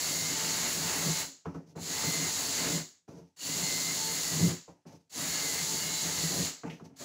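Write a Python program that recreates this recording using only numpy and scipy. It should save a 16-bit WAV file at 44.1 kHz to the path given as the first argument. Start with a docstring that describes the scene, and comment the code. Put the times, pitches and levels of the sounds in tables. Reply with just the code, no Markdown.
"""A cordless drill bores holes in a plywood floor in short runs, heard through a phone in a small van.
The motor is noise split into gears, fan and brushes, with gear whine, armature tone and singing housing.
Uneven bites and lurches ring the floor panel's damped modes, and the catching bit makes it shudder.
Between holes the bit knocks (blow, rattle, scratch) and drags across rustling chips."""
import sys
import numpy as np
from scipy import signal
from scipy.fft import rfft, irfft
from scipy.io import wavfile
from scipy.ndimage import uniform_filter1d

SR = 44100
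rng = np.random.default_rng(int(sys.argv[2]) if len(sys.argv) > 2 else 0)


def volts_from_decibels(level):
    """Turn decibel levels (scalar or array-like) into linear amplitude factors."""
    exponent = np.asarray(level, float) / 20
    return 10 ** exponent


def unload_wav(signal):
    """Save mono or channel-first audio to the path in sys.argv[1] as 16-bit WAV at rate SR, clipped to [-1, 1]."""
    wavfile.write(
        sys.argv[1],
        SR,
        np.round(np.clip(np.atleast_2d(signal).T, -1, 1) * 32767).astype(np.int16),
    )


N = 310464
T = np.arange(N) / SR  # s

# Trigger runs: (pull [s], release [s], spin-up time constant [s], fan hiss [dB], floor shake [dB])
RUNS = [(-.5, 1.207, .05, -34.5, -49), (1.754, 2.766, 0.067, -35, -51.5), (3.361, 4.486, 0.047, -35, -50),
        (5.094, 6.458, .048, -35, -50.5), (6.958, 7, 0.056, -34.5, -47.5)]
# The load drags the motor down: (centre [s], length [s], share of full speed lost [0-1])
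SPEED_SAGS = [(1.029, 0.03493, .05), (4.324, .09, .07), (5.513, .1, .055), (6.381, .2, .11)]
# Colour of the drill's hiss: (frequency [Hz], relative level per Hz [dB])
HISS_COLOUR = [(450, -12.5), (750, -10.5), (1500, -12.5), (2100, -9), (2500, -13), (2820, -8), (3200, -8.5),
               (3750, -5), (4300, 0), (5300, -4), (6000, -2.5), (6800, 3.5), (7600, -0.5), (8300, -11),
               (9300, -12.5), (10900, -9), (13700, -21.5), (14600, -9), (15600, -14)]
# Narrow housing resonances: (frequency [Hz], nominal width [Hz], level above the fan [dB])
HOUSING_MODES = [(1712, 70, -26), (4030, 67, -22.5), (2864, 60, -30), (4450, 39, -19.5), (4560, 66, -20.5),
                 (5580, 32, -25.5), (6440, 34, -23.5), (6600, 50, -20.5), (7220, 67, -25.5),
                 (7170, 35, -23), (7630, 15, -25)]
# Swells of the gear whine: (start [s], end [s], unloaded tooth rate [Hz], level [dB])
WHINE_SWELLS = [(0, 0.36, 2095, -48.5), (0.426, 0.599, 2160, -54), (0.578, 0.797, 2143, -55.5),
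                (.92, 1.09, 2130, -56), (1.081, 1.219, 2170, -55.5), (1.901, 2.04, 2100, -57),
                (2.018, 2.321, 2078, -48), (2.358, 2.52, 2125, -78), (2.522, 2.804, 2070, -53.5),
                (3.466, 3.597, 2110, -56), (3.604, 3.807, 2067, -48), (3.798, 3.981, 2080, -49.5),
                (4.069, 4.214, 2080, -52), (4.24, 4.356, 2086, -52), (4.351, 4.524, 2084, -54.5),
                (5.165, 5.368, 2114, -51.5), (5.32, 5.68, 2137, -48), (5.719, 6.069, 2137, -52),
                (6.117, 6.316, 2135, -51.5), (6.294, 6.497, 2080, -61)]
# Swells of the armature tone: (start [s], end [s], level [dB])
ARMATURE_SWELLS = [(.05, .32, -64), (.3, 0.68, -55), (.76, 1.02, -53.5), (1.035, 1.27, -55.5),
                   (1.935, 2.106, -52), (2.249, 2.55, -56), (2.56, 2.81, -59), (3.53, 3.705, -55),
                   (3.963, 4.136, -52.5), (4.24, 4.46, -57), (5.343, 5.626, -54.5), (5.62, 5.863, -54.5),
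                   (5.858, 6.449, -56)]
# Partials of the armature tone: (multiple of its pitch [ratio], relative level [dB])
ARMATURE_PARTIALS = [(.5, -8), (1, 1.5), (2, -16.5)]
# Moments when the gearbox sings: (start [s], end [s], pitch [Hz], peak level [dB])
SINGING_SWELLS = [(0, .15, 4470, -50), (0.373, 0.565, 4430, -43), (0.778, .98, 4540, -43),
                  (1.978, 2.242, 4300, -42), (2.379, 2.525, 4540, -45), (3.577, 3.83, 4315, -38.5),
                  (3.957, 4.181, 4340, -41.5), (4.06, 4.22, 4000, -49), (3.62, 3.73, 2830, -50),
                  (4.08, 4.26, 2830, -51), (5.318, 5.43, 2830, -49), (5.79, 5.876, 2880, -46.5),
                  (6.14, 6.228, 2900, -52), (5.27, 5.419, 4380, -40), (5.301, 5.408, 4410, -50),
                  (5.711, 5.844, 4510, -40.5), (5.899, 6.06, 4030, -41), (6.163, 6.269, 4340, -44),
                  (6.24, 6.36, 4030, -48)]
# Floor panel modes, deepest first: (frequency [Hz], relative level [dB], undamped-floor t60 [s])
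PANEL_MODES = [(87, -10, 0.1), (139.8, -1.5, 0.068), (166.5, -0.5, 0.14), (208.4, -5, 0.095),
               (250.6, -4, 0.21), (277.5, -4, 0.12), (315, -3.5, 0.083), (364, -7.5, 0.09),
               (457, -3.5, 0.062), (575, -8.5, 0.082), (687, -10.5, 0.076), (845, -23, 0.071),
               (993, -18.5, 0.053), (1146, -23, 0.15), (1360, -17.5, 0.022)]
# The drill lurches into the floor:
# (peak [s], build-up [s], dying away [s], deep modes [dB], upper modes [dB])
FLOOR_LURCHES = [(.47, .04, 0.022, -49, -49.5), (1.085, 0.06, 0.019, -37.5, -42.5),
                 (2.055, 0.031, 0.04, -40, -50), (2.201, 0.05, 0.03, -45, -46),
                 (2.673, 0.14, 0.061, -50, -50), (2.777, 0.081, 0.045, -42.5, -43),
                 (3.529, .025, 0.032, -46, -60), (3.633, .03, 0.016, -39.5, -56),
                 (4.44, 0.1, 0.069, -31, -37.5), (5.183, 0.019, 0.037, -49, -47),
                 (6.057, 0.048, 0.029, -48, -55), (6.197, 0.03, 0.033, -44, -56),
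                 (6.41, 0.074, .035, -38, -40), (7.01, .015, 0.025, -49, -47.5)]
# The bit grabs as it breaks through: (peak [s], length [s], level [dB])
BIT_GRABS = [(1.074, 0.12, -35), (2.755, 0.056, -36), (4.45, 0.063, -23), (6.404, 0.037, -30.5)]
# Bit and knuckles meet the floor:
# (time [s], blow drive [dB], scratch [dB], scratch pitch [Hz], scratch fade to 1/e [s])
FLOOR_KNOCKS = [(1.021, -39, -41, 1200, 0.018), (1.203, -52, -55, 1390, .02),
                (1.456, -22.5, -43, 1130, 0.025), (1.544, -30.5, -49, 1110, 0.031),
                (1.756, -42, -62, 1490, 0.014), (1.777, -34, -56, 1780, .015),
                (1.895, -34, -53, 1200, .012), (2.034, -25, -42, 1200, 0.01),
                (3.079, -27.5, -74, 797, 0.025), (3.509, -42, -51, 1187, 0.01),
                (3.62, -36, -56, 1210, 0.01), (4.679, -35, -52.5, 725, 0.035),
                (4.853, -36, -62, 1010, 0.025), (4.923, -39, -61, 897, .015),
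                (5.183, -33, -45.5, 1220, .012), (6.185, -39, -74, 1206, 0.013),
                (6.634, -21, -42, 1294, 0.014), (6.699, -37.5, -48, 2600, 0.037),
                (6.796, -37, -54.5, 1110, 0.017)]
# The lifted bit drags to the next hole:
# (time [s], hold [s], floor shake [dB], chip rustle [dB], scuff [dB])
BIT_DRAGS = [(1.446, 0.046, -44.5, -65.5, -56), (1.535, 0.049, -50, -71, -70), (1.66, .06, -62, -77, -81),
             (1.747, 0.054, -43.5, -75, -56), (3.076, .11, -49, -66, -65), (4.673, 0.026, -52.5, -70, -65),
             (4.858, .04, -53, -64, -61), (4.918, 0.018, -56, -71.5, -80), (6.642, 0.036, -41, -66, -51.5),
             (6.694, 0.031, -50.5, -58.5, -66), (6.792, 0.026, -49.5, -76, -65),
             (6.84, 0.017, -61, -69, -71), (6.89, 0.018, -59, -93, -67)]
# Colour of the sliding chips: (frequency [Hz], relative level per Hz [dB])
CHIP_COLOUR = [(530, -19), (900, -0.5), (1000, -14.5), (1620, -17.5), (2780, -16.5), (3540, -20),
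               (6080, -10.5), (8720, -28.5), (10700, -26.5), (15900, -33)]

HISS_POWER, SPEED_POWER = 2.64, 0.9  # how steeply loudness and tone pitch follow the spin-up
JOLT_DB, JOLT_S = -23.5, 0.011  # the motor snaps to this level, below full speed, at the pull
COAST_DB_PER_S, STOP_S, STOP_DB_PER_S = 155.5, 0.218, 200  # braked run-down; last turns die faster
BRUSH_DB, BRUSH_OFF_DB_PER_S = -6, 75  # above the fan; sizzle dies sooner without current
HOUSING_OFF_DB_PER_S = 39  # the resonances fall silent ahead of the fan
GEAR_DB, BRAKE_DB = -9.5, 4.5  # gears above the fan; extra rattle from the brake
BRAKE_LAG_S, BRAKE_S = 0.031, 0.027  # the brake jerks this long after release; half-length to 1/e
BRAKE_SHAKE_DB = -55  # the braking torque jerks the upper floor modes
LOW_HZ, HIGH_HZ = 2800, 8300  # crossovers of the three noise bands
WHINE_FLOOR_DB, GLIDE_S = -63.5, 0.04
ARMATURE_HZ = 887  # at full speed
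DEEP = 4  # number of panel modes that count as deep
LONGEST_S = 0.14  # knees on the floor damp every mode to this t60
UPPER_DB, DRAG_UPPER_DB = 2, -1  # upper modes above the deep ones, boring and dragging
FREED_DB, FREED_S = -8.5, 0.07  # once through, the floor shake eases by this much over this time
DRAG_ATTACK_S, SHAKE_FADE_DB_PER_S, RUSTLE_FADE_DB_PER_S = 0.013, 262, 186
CABIN_T60_S, CABIN_DB = 0.2, -10.5
AIR_DB = -85


def level(x, db=0):
    """Scale to an rms level."""
    return x * volts_from_decibels(db) / np.sqrt(np.mean(x ** 2))


def walk(rate):
    """Random levels held 1 / rate s and slewed twice; spread near 1."""
    k = int(SR / rate)
    steps = np.repeat(rng.standard_normal(N // k + 1), k)
    return 1.27 * uniform_filter1d(uniform_filter1d(steps, k), k)[:N]


def grit(spread_db):
    """Noise whose samples differ widely in size: dense tiny impacts."""
    return level(rng.standard_normal(N) * volts_from_decibels(spread_db * rng.exponential(size=N)))


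def colour(x, points):
    """Shape a noise by (Hz, dB) points, joined along log frequency."""
    hz, db = np.transpose(points)
    f = np.fft.rfftfreq(N, 1 / SR) + 1
    return irfft(rfft(x) * volts_from_decibels(np.interp(np.log(f), np.log(hz), db)), N)


def split(x):
    """Low, middle and high part of a sound; together they give it back."""
    f = np.fft.rfftfreq(N, 1 / SR)
    low = 1 / (1 + (f / LOW_HZ) ** 12)
    high = 1 / (1 + (HIGH_HZ / (f + 1)) ** 30)
    return [irfft(rfft(x) * share, N) for share in (low, 1 - low - high, high)]


def ring(x, hz, t60):
    """One damped mode; a unit impulse rings with peak 1."""
    pole = np.exp(2j * np.pi * hz / SR - np.log(1000) / (t60 * SR))
    return signal.lfilter([1], [1, -pole], x).imag


def tone(hz, wobble):
    """A sine of rms 1 whose pitch trembles with the load."""
    phase = 2 * np.pi * np.cumsum(hz * (1 + wobble * walk(60))) / SR
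    return np.sqrt(2) * np.sin(phase)


def swell(start, end):
    """A rounded rise and fall between two times."""
    return np.sqrt(np.sin(np.pi * np.clip((T - start) / (end - start), 0, 1)).clip(0))


def runs():
    """Per run: spin-up 0-1, loudness relative to full speed, seconds since release, brake jerk 0-1."""
    pull, release, rise = np.transpose(RUNS)[:3, :, None]
    on, off = (T - pull).clip(0), (T - release).clip(0)
    spin = 1 - np.exp(-on / rise)
    loud = np.maximum(spin ** HISS_POWER, volts_from_decibels(JOLT_DB) * (on / JOLT_S).clip(0, 1))
    loud = loud * volts_from_decibels(-COAST_DB_PER_S * off - STOP_DB_PER_S * (off - STOP_S).clip(0))
    brake = np.exp(-((T - release - BRAKE_LAG_S) / BRAKE_S) ** 2)
    return spin, loud, off, brake


def motor_speed():
    """Speed relative to full, from the spin-up of the loudest run, less the sags under load."""
    spin, loud, _, _ = runs()
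    latest = spin[loud.argmax(0), np.arange(N)]
    sag = sum(lost * np.exp(-((T - s) / length) ** 2) for s, length, lost in SPEED_SAGS)
    return latest ** SPEED_POWER - sag


def motor_hiss():
    """Gritty noise in three bands, gears, fan and brushes, plus noise-driven housing resonances."""
    gears, fan, brushes = [level(band) for band in split(colour(grit(spread_db=1.4), HISS_COLOUR))]
    _, loud, off, brake = runs()
    power = loud * volts_from_decibels(np.transpose(RUNS)[3, :, None])
    fan = fan * volts_from_decibels(0.67 * walk(16)) * power.sum(0)
    # each resonance comes and goes as the grip and the speed shift
    housing = sum(volts_from_decibels(4.8 * walk(6)) * level(ring(rng.standard_normal(N), hz, 3.1 / width), db)
                  for hz, width, db in HOUSING_MODES)
    housing = housing * (power * volts_from_decibels(-HOUSING_OFF_DB_PER_S * off)).sum(0)
    brushes = brushes * volts_from_decibels(BRUSH_DB + 0.81 * walk(25))
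    brushes = brushes * (power * volts_from_decibels(-BRUSH_OFF_DB_PER_S * off)).sum(0)
    gears = gears * volts_from_decibels(GEAR_DB + 1.8 * walk(7.4) + 1.54 * walk(25))
    gears = gears * (power * volts_from_decibels(BRAKE_DB * brake)).sum(0)
    return fan + housing + brushes + gears


def gear_whine():
    """Meshing teeth whine at the tooth rate; the planet carrier beats sidebands onto it."""
    start, end, hz, _ = np.transpose(WHINE_SWELLS)
    # each swell keeps its pitch, then glides to the next
    held = np.ravel([start + GLIDE_S, end - GLIDE_S], "F")
    mesh = motor_speed() * np.interp(T, held, np.repeat(hz, 2)) * (1 + 0.005 * walk(14))
    carrier = 1 + 0.57 * np.sin(2 * np.pi * np.cumsum(mesh * 0.045) / SR + 1.5 * walk(10))
    strength = volts_from_decibels(WHINE_FLOOR_DB) * runs()[1].sum(0)
    strength = strength + sum(volts_from_decibels(db) * swell(a, b) for a, b, _, db in WHINE_SWELLS)
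    return strength * volts_from_decibels(1.6 * walk(25)) * carrier * tone(mesh, wobble=0.00455)


def singing():
    """A gear harmonic crossing a housing resonance swells into a thin, trembling tone."""
    out, tremble, drift = np.zeros(N), walk(50), walk(12)
    for start, end, hz, db in SINGING_SWELLS:
        on = (T >= start) & (T < end)
        shape = np.sqrt(np.sin(np.pi * (T[on] - start) / (end - start)))
        pitch = hz * (1 + 0.002 * tremble[on] + 0.003 * drift[on])
        flutter = volts_from_decibels(db + 1.9 * tremble[::-1][on])
        out[on] += flutter * shape * np.sin(2 * np.pi * np.cumsum(pitch) / SR)
    return out


def panel(force, modes):
    """The plywood rings in its modes; neighbours swing in opposition, and which lead shifts with the spot."""
    return sum((-1) ** k * volts_from_decibels(db + 1.77 * walk(6.8)) * ring(force, hz, min(t60, LONGEST_S))
               for k, (hz, db, t60) in enumerate(modes))


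def drags(index, fade_db_per_s):
    """Quick attack, hold and steady fade of every drag, at the level of one column."""
    return sum(volts_from_decibels(row[index] - fade_db_per_s * (T - row[0] - row[1]).clip(0))
               * np.clip((T - row[0]) / DRAG_ATTACK_S, 0, 1) for row in BIT_DRAGS)


def cutting():
    """The bit tears fibres in uneven bites; slow heavy pushes move deep modes, sharp bites the upper."""
    force = grit(spread_db=3.0) * volts_from_decibels(2.0 * walk(40))
    _, louds, _, brake = runs()
    # each run but the last ends with a grab; the last eases towards the end of the scene
    through = [grab[0] + FREED_S for grab in BIT_GRABS] + [T[-1]]
    boring = sum(loud * volts_from_decibels(run[4] + FREED_DB * np.clip((T - s) / FREED_S + 1, 0, 1))
                 for loud, run, s in zip(louds, RUNS, through))
    lurch = sum(np.outer(volts_from_decibels(np.array(db)), np.exp(-((T - s) / np.where(T < s, rise, fall)) ** 2))
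                for s, rise, fall, *db in FLOOR_LURCHES)
    drag = drags(index=2, fade_db_per_s=SHAKE_FADE_DB_PER_S)
    heave = boring * volts_from_decibels(2.4 * walk(25)) + lurch[0] + drag
    bite = boring * volts_from_decibels(UPPER_DB + 0.92 * walk(25)) + lurch[1]
    bite = bite + volts_from_decibels(BRAKE_SHAKE_DB) * brake.sum(0) + volts_from_decibels(DRAG_UPPER_DB) * drag
    # dividing by the steady response lets the pushes set the level
    return sum(panel(force * push, modes) / np.std(panel(force, modes))
               for push, modes in ((heave, PANEL_MODES[:DEEP]), (bite, PANEL_MODES[DEEP:])))


def air():
    """A faint, steady bed of coloured noise."""
    points = [(40, -7), (200, -1.5), (1000, -18.5), (8000, -15.5), (16000, -41)]  # (Hz, dB)
    return level(colour(rng.standard_normal(N), points), AIR_DB)


def armature_tone():
    """The turning armature hums in a few partials locked to the motor speed."""
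    pitch = motor_speed() * ARMATURE_HZ
    partials = sum(volts_from_decibels(db + 1.7 * walk(18)) * tone(k * pitch, wobble=0.005)
                   for k, db in ARMATURE_PARTIALS)
    return sum(volts_from_decibels(db) * swell(a, b) for a, b, db in ARMATURE_SWELLS) * partials


def grabs():
    """The catching bit pumps the strongest panel mode into a short shudder."""
    shudder = sum(volts_from_decibels(db) * np.exp(-(np.e * (T - s) / length) ** 2) for s, length, db in BIT_GRABS)
    return shudder * tone(PANEL_MODES[2][0], wobble=0.0306)


def knocks():
    """A blow and a short rattling contact drive the panel; a dry scratch rides on top."""
    force, scratch = np.zeros((2, N))
    t = np.arange(6000) / SR
    push = np.hanning(int(0.0011 * SR))
    noises = rng.standard_normal((len(FLOOR_KNOCKS), 2, len(t)))
    for (s, db, scratch_db, hz, fade), (rattle, rough) in zip(FLOOR_KNOCKS, noises):
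        i = int(s * SR)
        force[i:i + len(push)] += volts_from_decibels(db - 14.0) * push / push.sum()
        force[i:i + len(t)] += volts_from_decibels(db - 36.0) * np.exp(-t / 0.014) * rattle
        band = signal.butter(2, (hz / 1.52, hz * 1.22), "band", fs=SR, output="sos")
        scratch[i:i + len(t)] += level(signal.sosfilt(band, rough), scratch_db) * np.exp(-t / fade)
    return panel(force, PANEL_MODES) + scratch


def chips():
    """Wood chips pushed along by the lifted bit: a dull scuff under a thin rustle."""
    scuff, middle, high = split(colour(grit(spread_db=1.8), CHIP_COLOUR))
    rustle = drags(index=3, fade_db_per_s=RUSTLE_FADE_DB_PER_S) * level(middle + high)
    scuff = drags(index=4, fade_db_per_s=RUSTLE_FADE_DB_PER_S) * level(scuff)
    return volts_from_decibels(3.0 * walk(45)) * (rustle + scuff)


def cabin(x):
    """Close walls add a short dense tail."""
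    t = np.arange(int(0.4 * SR)) / SR
    tail = rng.standard_normal(len(t)) * np.exp(-np.log(1000) * t / CABIN_T60_S) * (t > 0.003)
    return x + volts_from_decibels(CABIN_DB) * signal.fftconvolve(x, tail / np.linalg.norm(tail))[:N]


def scene():
    """All sources reach one microphone, sent equally to both channels."""
    drill = motor_hiss() + gear_whine() + singing() + armature_tone()
    floor = cutting() + grabs() + knocks() + chips()
    mono = cabin(drill + floor) + air()
    return np.array([mono, mono])


def band_limit(x):
    """A steep low-pass at the top of the band."""
    return signal.sosfilt(signal.butter(12, 16260, fs=SR, output="sos"), x)


def record(dry):
    """The phone thins the deepest bass and cuts the top."""
    bass_cut = signal.butter(3, 62, "high", fs=SR, output="sos")
    top_cut = signal.ellip(12, 0.5, 75, 15660, fs=SR, output="sos")
    mix = signal.sosfilt(top_cut, signal.sosfilt(bass_cut, dry))
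    return band_limit(mix)


dry = scene()
out = record(dry)
unload_wav(out)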